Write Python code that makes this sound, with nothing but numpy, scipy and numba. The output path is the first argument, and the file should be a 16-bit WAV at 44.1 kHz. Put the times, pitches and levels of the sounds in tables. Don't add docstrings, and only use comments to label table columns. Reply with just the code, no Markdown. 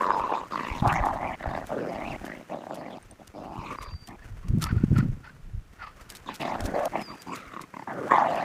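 import sys
import numpy as np
from scipy import signal
from scipy.fft import rfft, irfft, next_fast_len
from scipy.io import wavfile
from scipy.ndimage import uniform_filter1d
from numba import njit

SR = 44100
rng = np.random.default_rng(int(sys.argv[2]) if len(sys.argv) > 2 else 0)


def boost(x):
    u = np.asarray(x, float) / 20
    return 10 ** u


def transcribe(signal):
    frames = np.atleast_2d(signal).T
    limited = np.clip(frames, -1, 1)
    pcm = np.round(limited * 32767).astype(np.int16)
    wavfile.write(sys.argv[1], SR, pcm)


N = 372204

# start_s, crest_s, end_s, crest_db, end_db
GROWL_BURSTS = [(0.0, 0.004, 0.265, -26.5, -28.5), (0.268, 0.335, 0.47, -26, -46),
                (0.505, 0.53, 0.81, -34, -41), (0.823, 0.86, 0.935, -23, -31),
                (0.94, 0.955, 1.02, -28, -32), (1.024, 1.04, 1.19, -26, -36),
                (1.193, 1.228, 1.355, -30.5, -38), (1.395, 1.55, 1.655, -34, -43),
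                (1.693, 1.71, 2.165, -31, -41), (2.21, 2.23, 2.43, -43, -51),
                (2.495, 2.525, 2.66, -32.5, -52), (2.668, 2.71, 2.985, -39.5, -45),
                (3.098, 3.125, 3.14, -53, -60), (3.187, 3.22, 3.24, -49, -58), (3.34, 3.348, 3.7, -43, -42),
                (3.703, 3.712, 3.762, -37, -43), (3.805, 3.814, 3.94, -41, -56),
                (4.075, 4.092, 4.16, -48.5, -54), (6.262, 6.291, 6.35, -40, -54),
                (6.398, 6.41, 6.56, -34, -32), (6.563, 6.567, 6.73, -39, -39),
                (6.737, 6.745, 6.88, -26.5, -28), (6.922, 6.955, 7.025, -32, -41),
                (7.074, 7.11, 7.16, -41, -53), (7.265, 7.33, 7.365, -36, -43),
                (7.367, 7.37, 7.498, -47, -51), (7.501, 7.56, 7.65, -43, -52),
                (7.738, 7.744, 7.84, -43, -45), (7.872, 7.88, 7.94, -34, -39),
                (7.943, 7.955, 8.104, -37, -35), (8.106, 8.111, 8.28, -18, -26),
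                (8.282, 8.284, 8.45, -27, -31)]
# time_s, mean flap_rate_hz, breath_share (0-1)
FOLD_MOTION = [(0, 100, .4), (.14, 120, .55), (.47, 110, .55), (.5, 55, .45), (.81, 85, .55),
               (.83, 130, .55), (1.36, 120, .5), (1.4, 65, .5), (1.66, 65, .5), (1.7, 120, .4),
               (2.17, 105, .55), (2.2, 50, .55), (2.45, 38, .5), (2.5, 130, .6), (2.56, 110, .55),
               (2.58, 45, .4), (2.74, 125, .5), (3.58, 100, .4), (3.63, 140, .75), (7.35, 130, .6),
               (7.48, 120, .8), (7.53, 35, .5), (7.85, 35, .45), (7.88, 140, .6)]
# time_s, mouth_hz (higher as the jaws open), lips_db (rasp as the lips draw back)
JAW_MOTION = [(0, 966, -4.5), (.11, 964, 0), (.23, 1030, 1), (.33, 930, 1), (.46, 1010, 1),
              (.62, 1080, 8.5), (.8, 910, 13.5), (.83, 713, -5), (.93, 756, 3.5), (1.07, 730, -9),
              (1.27, 725, -6.5), (1.42, 655, 2), (1.52, 690, 1), (1.7, 650, -9), (1.79, 397, -2),
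              (1.87, 516, -5), (1.98, 684, -0.5), (2.15, 670, 2.5), (2.42, 565, 3), (2.52, 634, 0),
              (2.72, 660, -2.5), (3.0, 640, 3), (3.33, 600, 1), (3.57, 766, -0.5), (3.68, 1097, 8.5),
              (3.95, 1080, 8), (4.08, 750, -3.5), (6.25, 1090, 14.5), (6.4, 710, 16), (6.55, 707, 3.5),
              (6.7, 570, -7.5), (6.86, 618, -10), (7.03, 720, 8.5), (7.1, 1060, -0.5), (7.28, 770, -4),
              (7.36, 1304, 8), (7.75, 978, 3), (7.88, 840, -6.5), (7.96, 500, -10.5), (8.07, 480, -15),
              (8.11, 1026, -2.5), (8.2, 792, 0.5), (8.3, 634, 1.5), (8.44, 670, 2)]
# time_s, extra_chest_db
LARYNX_DEPTH = [(0, -8), (.34, -9), (.6, 6), (1.04, -3.5), (1.6, 0.5), (1.72, -2), (1.8, -2), (2.22, 5.5),
                (2.42, 1), (2.5, -0.5), (2.85, 1.5), (3.35, 1), (3.75, 4), (3.87, -25), (4.1, 6.5),
                (6.41, 6.5), (6.5, -2), (6.7, 7), (6.82, -17.5), (6.96, 4), (7.33, 7), (7.4, -4),
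                (7.6, 8.5), (7.98, -0.5), (8.09, -1), (8.12, -6), (8.44, -4.5)]
# time_s, upper_hz (upper resonance), tongue_db (its gain)
TONGUE_MOTION = [(0, 1620, 4.5), (.12, 1500, 5), (.16, 1380, -6.5), (.4, 1600, -8), (.53, 1700, -3),
                 (.68, 2130, 0), (.8, 2050, -12), (.84, 1240, 5), (.92, 1400, 8.5), (.96, 1930, 10),
                 (1.08, 1720, 1), (1.18, 1810, 6.5), (1.25, 2010, 12), (1.35, 2060, 6), (1.43, 1760, 12),
                 (1.52, 1680, -3), (1.62, 1890, 7), (1.7, 1220, 6), (1.85, 1470, -0.5), (2.1, 2470, 5),
                 (2.22, 1850, 1), (2.32, 1730, 10), (2.42, 2000, -5), (2.71, 1390, -9), (2.86, 2140, -2.5),
                 (3.35, 1900, -30), (3.56, 2770, -6), (3.73, 2050, -6.5), (3.9, 1700, -10), (4.1, 1930, 5),
                 (6.25, 1490, -13), (6.43, 1810, -7.5), (6.5, 1850, -7), (6.68, 1480, 10),
                 (6.95, 1810, -0.5), (7.05, 2030, 2), (7.35, 2400, -4.5), (7.5, 2030, -4), (7.8, 2000, 2),
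                 (7.97, 1330, 18.5), (8.08, 1380, 19), (8.13, 1780, 6), (8.3, 1750, -6.5), (8.44, 1930, 3)]
# mouth_hz, side_hz
SIDE_RESONANCE = [(860, 1061), (940, 386)]
RASP_CAVITIES = [2583, 3630, 4580, 6430]
# time_s, level_db
SCUFFLE = [(0.0, -50), (0.42, -52), (0.8, -45.5), (1.38, -52), (2.2, -47.5), (2.52, -54), (3.1, -58),
           (3.55, -57.5), (3.75, -47.5), (3.88, -61), (4.82, -53), (5.6, -61), (6.06, -54), (6.6, -46.5),
           (6.93, -46.5), (7.45, -50), (7.71, -54), (7.92, -51), (8.44, -45)]
# (per Hz, relative)
RUSTLE_SPECTRUM = [(40, -13), (120, 22.5), (880, 11), (1500, 14), (1660, 11.5), (2610, 6.5), (3810, -3.5),
                   (6180, -1.5), (14300, -13), (16000, -5)]
# time_s, level_db
BREEZE_LEVEL = [(0, -57), (2.2, -65), (2.4, -67), (3.35, -53), (3.7, -49), (6.8, -52), (7.1, -61),
                (8.44, -70)]
# time_s, peak_db, hold_s
GUST_EVENTS = [(0.14, -42.5, 0), (0.88, -30, 0.011), (1.03, -39.5, 0.22), (1.48, -35.5, 0.034),
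               (2.1, -37.5, 0), (3.59, -38.5, 0.0), (3.94, -40, 0.0), (4.25, -42, 0.084),
               (4.51, -31.5, 0.11), (4.75, -30, 0.029), (4.92, -28, 0.096), (5.3, -41.5, 0.31),
               (6.02, -45.5, 0.14), (6.62, -39.5, 0.067)]
# (per Hz, relative)
WIND_SPECTRUM = [(13, -53), (22, 12.5), (43, 13), (103, 8), (200, -18), (226, -36), (400, -83), (520, -80),
                 (880, -120)]
# (per Hz, relative)
HUSH_SPECTRUM = [(30, -55), (88, -27), (150, 4), (504, -5.5), (1040, -8), (1980, -10), (14800, -25.5),
                 (16000, -63.5)]
# time_s, size_db (strength before the treble band is taken)
BLADE_SNAPS = [(0.015, -35), (0.7966, -38.5), (0.873, -31.5), (0.923, -30.5), (1.051, -35), (1.135, -36.5),
               (1.663, -35.5), (2.253, -34.5), (2.746, -34.5), (3.27, -42.5), (3.575, -47), (3.787, -50),
               (3.824, -32.5), (4.0732, -34.5), (4.481, -39.5), (4.582, -43.5), (4.623, -24), (4.976, -32),
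               (6.012, -35), (6.1023, -30), (6.155, -32.5), (6.344, -30), (6.407, -31.5), (6.603, -34.5),
               (6.6494, -30), (6.787, -44), (6.85, -36.5), (7.014, -32.5), (7.2165, -36.5), (7.354, -32.5),
               (7.6139, -37), (8.354, -36.5)]
# time_s, pitch_hz, level_db (rms, before flutter)
WHISTLES = [
    [(0.104, 4900, -64), (0.128, 5060, -50.5), (0.2, 5100, -70)],
    [(3.78, 4790, -62), (3.86, 4730, -58), (3.927, 4680, -53.5), (4.065, 4650, -62)],
    [(6.985, 5270, -68), (7.039, 5040, -48), (7.089, 4640, -47), (7.125, 4760, -57)],
    [(7.125, 4840, -61), (7.157, 4760, -66), (7.203, 4774, -57), (7.245, 4700, -76)],
    [(7.275, 4780, -62), (7.291, 4810, -59), (7.359, 4730, -62), (7.37, 4740, -72)],
]
# time_s, strike_db (relative, before the cavities)
HARD_FLAPS = [(0.105, -5.5), (0.145, -15), (0.322, -14), (0.535, -16.5), (0.557, -13), (0.592, -16),
              (0.86, -6.5), (1.038, -11), (1.068, -8.5), (1.458, -12.5), (1.575, -14), (2.639, -22.5),
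              (2.668, -19.5), (2.709, -15.5), (3.706, -21.5), (3.786, -19), (6.289, -20.5), (6.743, -18),
              (6.839, -16), (6.955, -7.5), (6.995, -38), (7.564, -20), (7.535, -30.5), (7.594, -22),
              (7.771, -38), (7.822, -42), (8.119, -4.5), (8.148, -10), (8.178, -5.5)]
# time_s, peak_db, width_s (one radian of the swing), ringing (share kept per half swing)
SHARP_BUFFETS = [(0.826, -10.5, 0.0011, 0.1), (0.879, -17, 0.0014, 0.35), (1.477, -24.5, 0.0028, 0.5),
                 (3.592, -23, 0.0015, 0), (3.949, -27, 0.0019, 0.4), (4.536, -16.5, 0.0015, 0.67),
                 (4.55, -17.5, 0.00078, 0.83), (4.576, -11.5, 0.00096, 0.5), (4.729, -13, 0.001, 0.25),
                 (4.774, -13, 0.0017, 0.17), (4.84, -5.5, 0.00082, 0.38), (4.917, -10.5, 0.00088, 0.54),
                 (4.988, -9.5, 0.00084, 0.57), (5.052, -22, 0.0012, 0.8), (5.101, -19, 0.0013, 0.57)]
# time_s, strike_db
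TAG_STRIKES = [(3.027, -49.5), (3.111, -42), (3.272, -55)]
# frequency_hz, gain_db, t60_s
TAG_MODES = [(6200, -9, 0.02), (8700, 3.5, 0.018)]
# peak_s (the breath has risen to its peak by then and holds), peak_db, mouth_hz, hold_s
PANT_BREATHS = [(4.198, -56, 1740, 0.028), (4.438, -58, 1120, 0.042), (4.624, -38, 1290, 0.071),
                (4.76, -50, 1500, 0.051), (4.961, -39, 1455, 0.038), (5.247, -47.5, 1366, 0.031),
                (5.804, -42, 1380, 0.063), (5.996, -54, 1170, 0.016), (6.094, -56, 1600, 0.037)]

THROAT_HZ = 293


def rms_one(x):
    return x / np.sqrt(np.mean(x ** 2) + 1e-20)


def in_time(rows):
    s, *columns = np.transpose(rows)
    return [np.interp(np.arange(N) / SR, s, column) for column in columns]


def during(start, end, fade=0.011):
    t = np.arange(N) / SR
    return np.clip(np.minimum(t - start, end - t) / fade + 1, 0, 1)


def drift(rate_hz):
    r = np.exp(-32 * np.pi * rate_hz / SR)
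    noise = rng.standard_normal(N // 16 + 3002)
    slow = signal.lfilter([1], [1, -2 * r, r * r], noise)[3000:]
    return np.interp(np.arange(N) / 16, np.arange(len(slow)), rms_one(slow))


def colour(x, spectrum):
    hz, db = np.transpose(spectrum)
    size = next_fast_len(N)
    f = np.arange(size // 2 + 1) * SR / size + 1
    gain = boost(np.interp(np.log(f), np.log(hz), db))
    return rms_one(irfft(rfft(x, size) * gain, size)[:N])


def clicks(events):
    out = np.zeros(N)
    out[[round(row[0] * SR) for row in events]] = boost(np.array(events)[:, 1])
    return out


def swells(rows, rise, fall):
    t = np.arange(N) / SR
    levels_db = [db - rise * np.maximum(s - t, 0) - fall * np.maximum(t - s - hold, 0)
                 for s, db, hold in rows]
    return np.max(levels_db, axis=0)


@njit
def resonate(x, cosine, r):
    y = np.zeros(len(x))
    for i in range(2, len(x)):
        y[i] = x[i] - x[i - 2] + 2 * r * cosine[i] * y[i - 1] - r * r * y[i - 2]
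    return y


def cavity(source, hz, width_hz):
    cosine = np.cos(2 * np.pi * hz * np.ones(N) / SR)
    r = np.exp(-np.pi * width_hz / SR)
    gain = (1 - r * r) / 2
    y = source
    for _ in range(3):
        y = resonate(gain * y, cosine, r)
    return y / gain * gain


def tract(source, hz, width_hz, even_s=0.038):
    y = rms_one(cavity(source, hz, width_hz))
    return y / np.sqrt(uniform_filter1d(y ** 2, int(even_s * SR)) + 0.00079)


def folds(spread_db):
    rate_hz, breath = in_time(FOLD_MOTION)
    unevenness = np.exp(0.75 * breath * drift(90) + 0.12 * drift(12))
    phase = np.cumsum(rate_hz * unevenness) / SR
    strength_db = spread_db * (drift(20) + 0.8 * rng.standard_normal(N))
    flaps = np.diff(np.floor(phase), prepend=0) * boost(strength_db) * np.sqrt(SR / rate_hz)
    swell = rms_one(signal.fftconvolve(flaps, np.hanning(int(0.010 * SR)), "same"))
    puffs = rms_one((swell + 2 * breath) * rng.standard_normal(N))
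    source = np.sqrt(1 - breath) * rms_one(flaps) + np.sqrt(breath) * puffs
    return source, puffs


def growls():
    points = []
    for start, crest, end, crest_db, end_db in GROWL_BURSTS:
        points += [(start, crest_db - 9.5), (crest, crest_db), (end, end_db)]
    mouth_db, = in_time(points)
    effort = np.clip(mouth_db + 34.5, -20, 20)
    mouth_hz, lips_db = in_time(JAW_MOTION)
    upper_hz, tongue_db = in_time(TONGUE_MOTION)
    side_hz = np.interp(mouth_hz, *np.transpose(SIDE_RESONANCE))
    chest_db = -10 - 0.29 * effort - 7.5 * np.log2(mouth_hz / 750) + in_time(LARYNX_DEPTH)[0]
    bright_db = -9.5 - 0.2327 * effort + lips_db
    apart = np.clip(np.log2(side_hz / mouth_hz) - 0.5, 0, 0.5)
    side_db = -8.5 + 0.097 * lips_db - 32 * apart + 2 * drift(34)
    upper_db = bright_db + tongue_db - 3 + 2.5 * drift(26.6)

    source, breath = folds(spread_db=2.2)
    voice = tract(source, mouth_hz * np.exp(0.055 * drift(30)), width_hz=370)
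    voice -= boost(side_db) * tract(source, side_hz, width_hz=590)
    voice -= boost(chest_db - 3) * tract(source, THROAT_HZ, width_hz=269)
    voice += boost(chest_db) * tract(source, 155.5, width_hz=229)
    wandering_hz = upper_hz * np.exp(0.078 * drift(25.5))
    voice += boost(upper_db) * tract(source + breath, wandering_hz, width_hz=630)
    for k, hz in enumerate(RASP_CAVITIES):
        rasp_db = 0.94 * bright_db - 15.5 - 3.64 * k + 5 * drift(14)
        voice += boost(rasp_db) * tract(breath, hz * np.exp(0.07 * drift(10)), width_hz=0.27 * hz)
    sounding = sum(during(row[0], row[2], fade=0.0011) for row in GROWL_BURSTS)
    return voice * boost(mouth_db) * np.minimum(sounding, 1)


def grass_rustle():
    sizes = boost(6 * np.minimum(rng.exponential(1, N), 4)) * rng.choice([-1, 1], N)
    born = rng.random(N) < 2500 * boost(9 * drift(20)) / SR
    crackle = sizes * born + rng.standard_normal(N)
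    return colour(crackle, RUSTLE_SPECTRUM) * boost(in_time(SCUFFLE)[0])


def wind():
    gusts_db = swells(GUST_EVENTS, rise=97, fall=65)
    db = np.maximum(in_time(BREEZE_LEVEL)[0], gusts_db)
    turbulence = rng.standard_normal(N) * boost(8.4 * drift(28.6))
    lumps = colour(turbulence, WIND_SPECTRUM) * boost(db)
    flutter = tract(rng.standard_normal(N) * boost(11 * drift(16)), 108, width_hz=140)
    return lumps + flutter * boost(2.26 * (db + 31) - 28)


def hush():
    return boost(-64.5) * colour(rng.standard_normal(N), HUSH_SPECTRUM)


def grass_snaps():
    t = np.arange(N) / SR - 0.004
    shape = np.zeros(N)
    for s, db in BLADE_SNAPS:
        t60 = 0.022 * boost(0.5 * (db + 52))
        at = round(s * SR)
        near = slice(max(at - SR // 20, 0), at + SR // 4)
        after = t[near] - s
        shape[near] += boost(db - 60 * np.maximum(after / t60, -after / (0.49 * t60)))
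    bursts = shape * rng.standard_normal(N) * boost(7.4 * drift(220) - 9)
    return signal.sosfilt(signal.butter(1, [1800, 8000], "band", fs=SR, output="sos"), bursts)


def bird():
    out, flutter_db = np.zeros(N), 2.8 * drift(40)
    for note in WHISTLES:
        hz, db = in_time(note)
        tone = np.sin(2 * np.pi * np.cumsum(hz) / SR)
        out += np.sqrt(2) * boost(db + flutter_db) * during(note[0][0], note[-1][0]) * tone
    return out


def hard_flaps():
    mouth_hz, upper_hz = in_time(JAW_MOTION)[0], in_time(TONGUE_MOTION)[0]
    strikes = clicks(HARD_FLAPS) + 1e-18 * rng.standard_normal(N)
    ring = cavity(strikes, mouth_hz, width_hz=470)
    ring += boost(-11.5) * cavity(strikes, THROAT_HZ, width_hz=360)
    ring -= boost(-21) * cavity(strikes, upper_hz, width_hz=950)
    return boost(29) * ring


def buffets():
    lead = 300
    out, t = np.zeros(N), np.arange(-lead, 1500) / SR
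    for s, db, width, ringing in SHARP_BUFFETS:
        rise = np.exp(-0.5 * (t / (2 * width)) ** 2)
        decay = np.clip(ringing, 0.05, 0.9) ** (t / (np.pi * width))
        fade = np.where(t < 0, rise, decay)
        at = round(s * SR) - lead
        out[at:at + len(t)] -= boost(db) * fade * np.cos(t / width)
    return out


def collar_tag():
    out, strikes = np.zeros(N), clicks(TAG_STRIKES) + 1e-18
    for hz, db, t60 in TAG_MODES:
        r, w = boost(-60 / (t60 * SR)), 2 * np.pi * hz / SR
        out += boost(db) * signal.lfilter([0, np.sin(w)], [1, -2 * r * np.cos(w), r * r], strikes)
    return out


def pants():
    db = swells([(s, peak, hold) for s, peak, _, hold in PANT_BREATHS], rise=898, fall=352)
    mouth_hz = in_time(PANT_BREATHS)[1] * np.exp(0.06 * drift(20))
    air = rng.standard_normal(N) * boost(5.3 * drift(30))
    sound = tract(air, mouth_hz, width_hz=183)
    sound -= boost(-9.5) * tract(air, 1690, width_hz=580)
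    sound += boost(-13) * tract(air, 1750, width_hz=2700)
    sound -= boost(-6) * tract(air, 780, width_hz=1230)
    sound += boost(-17) * tract(air, 4330, width_hz=1300)
    sound += boost(-25) * tract(air, 2550, width_hz=590)
    return sound * boost(db)


def scene():
    dogs = growls() + hard_flaps() + pants()
    dogs[150:] += boost(-25) * dogs[:-150]
    grass = grass_rustle() + grass_snaps()
    air = wind() + buffets() + hush()
    return (dogs + grass + air + bird() + collar_tag())[None]


def low_pass(x):
    return signal.sosfilt(signal.butter(12, 16420, fs=SR, output="sos"), x)


def record(dry):
    mix = signal.sosfilt(signal.cheby2(12, 50, 16000, fs=SR, output="sos"), dry)
    return low_pass(mix)


dry = scene()
out = record(dry)
transcribe(out)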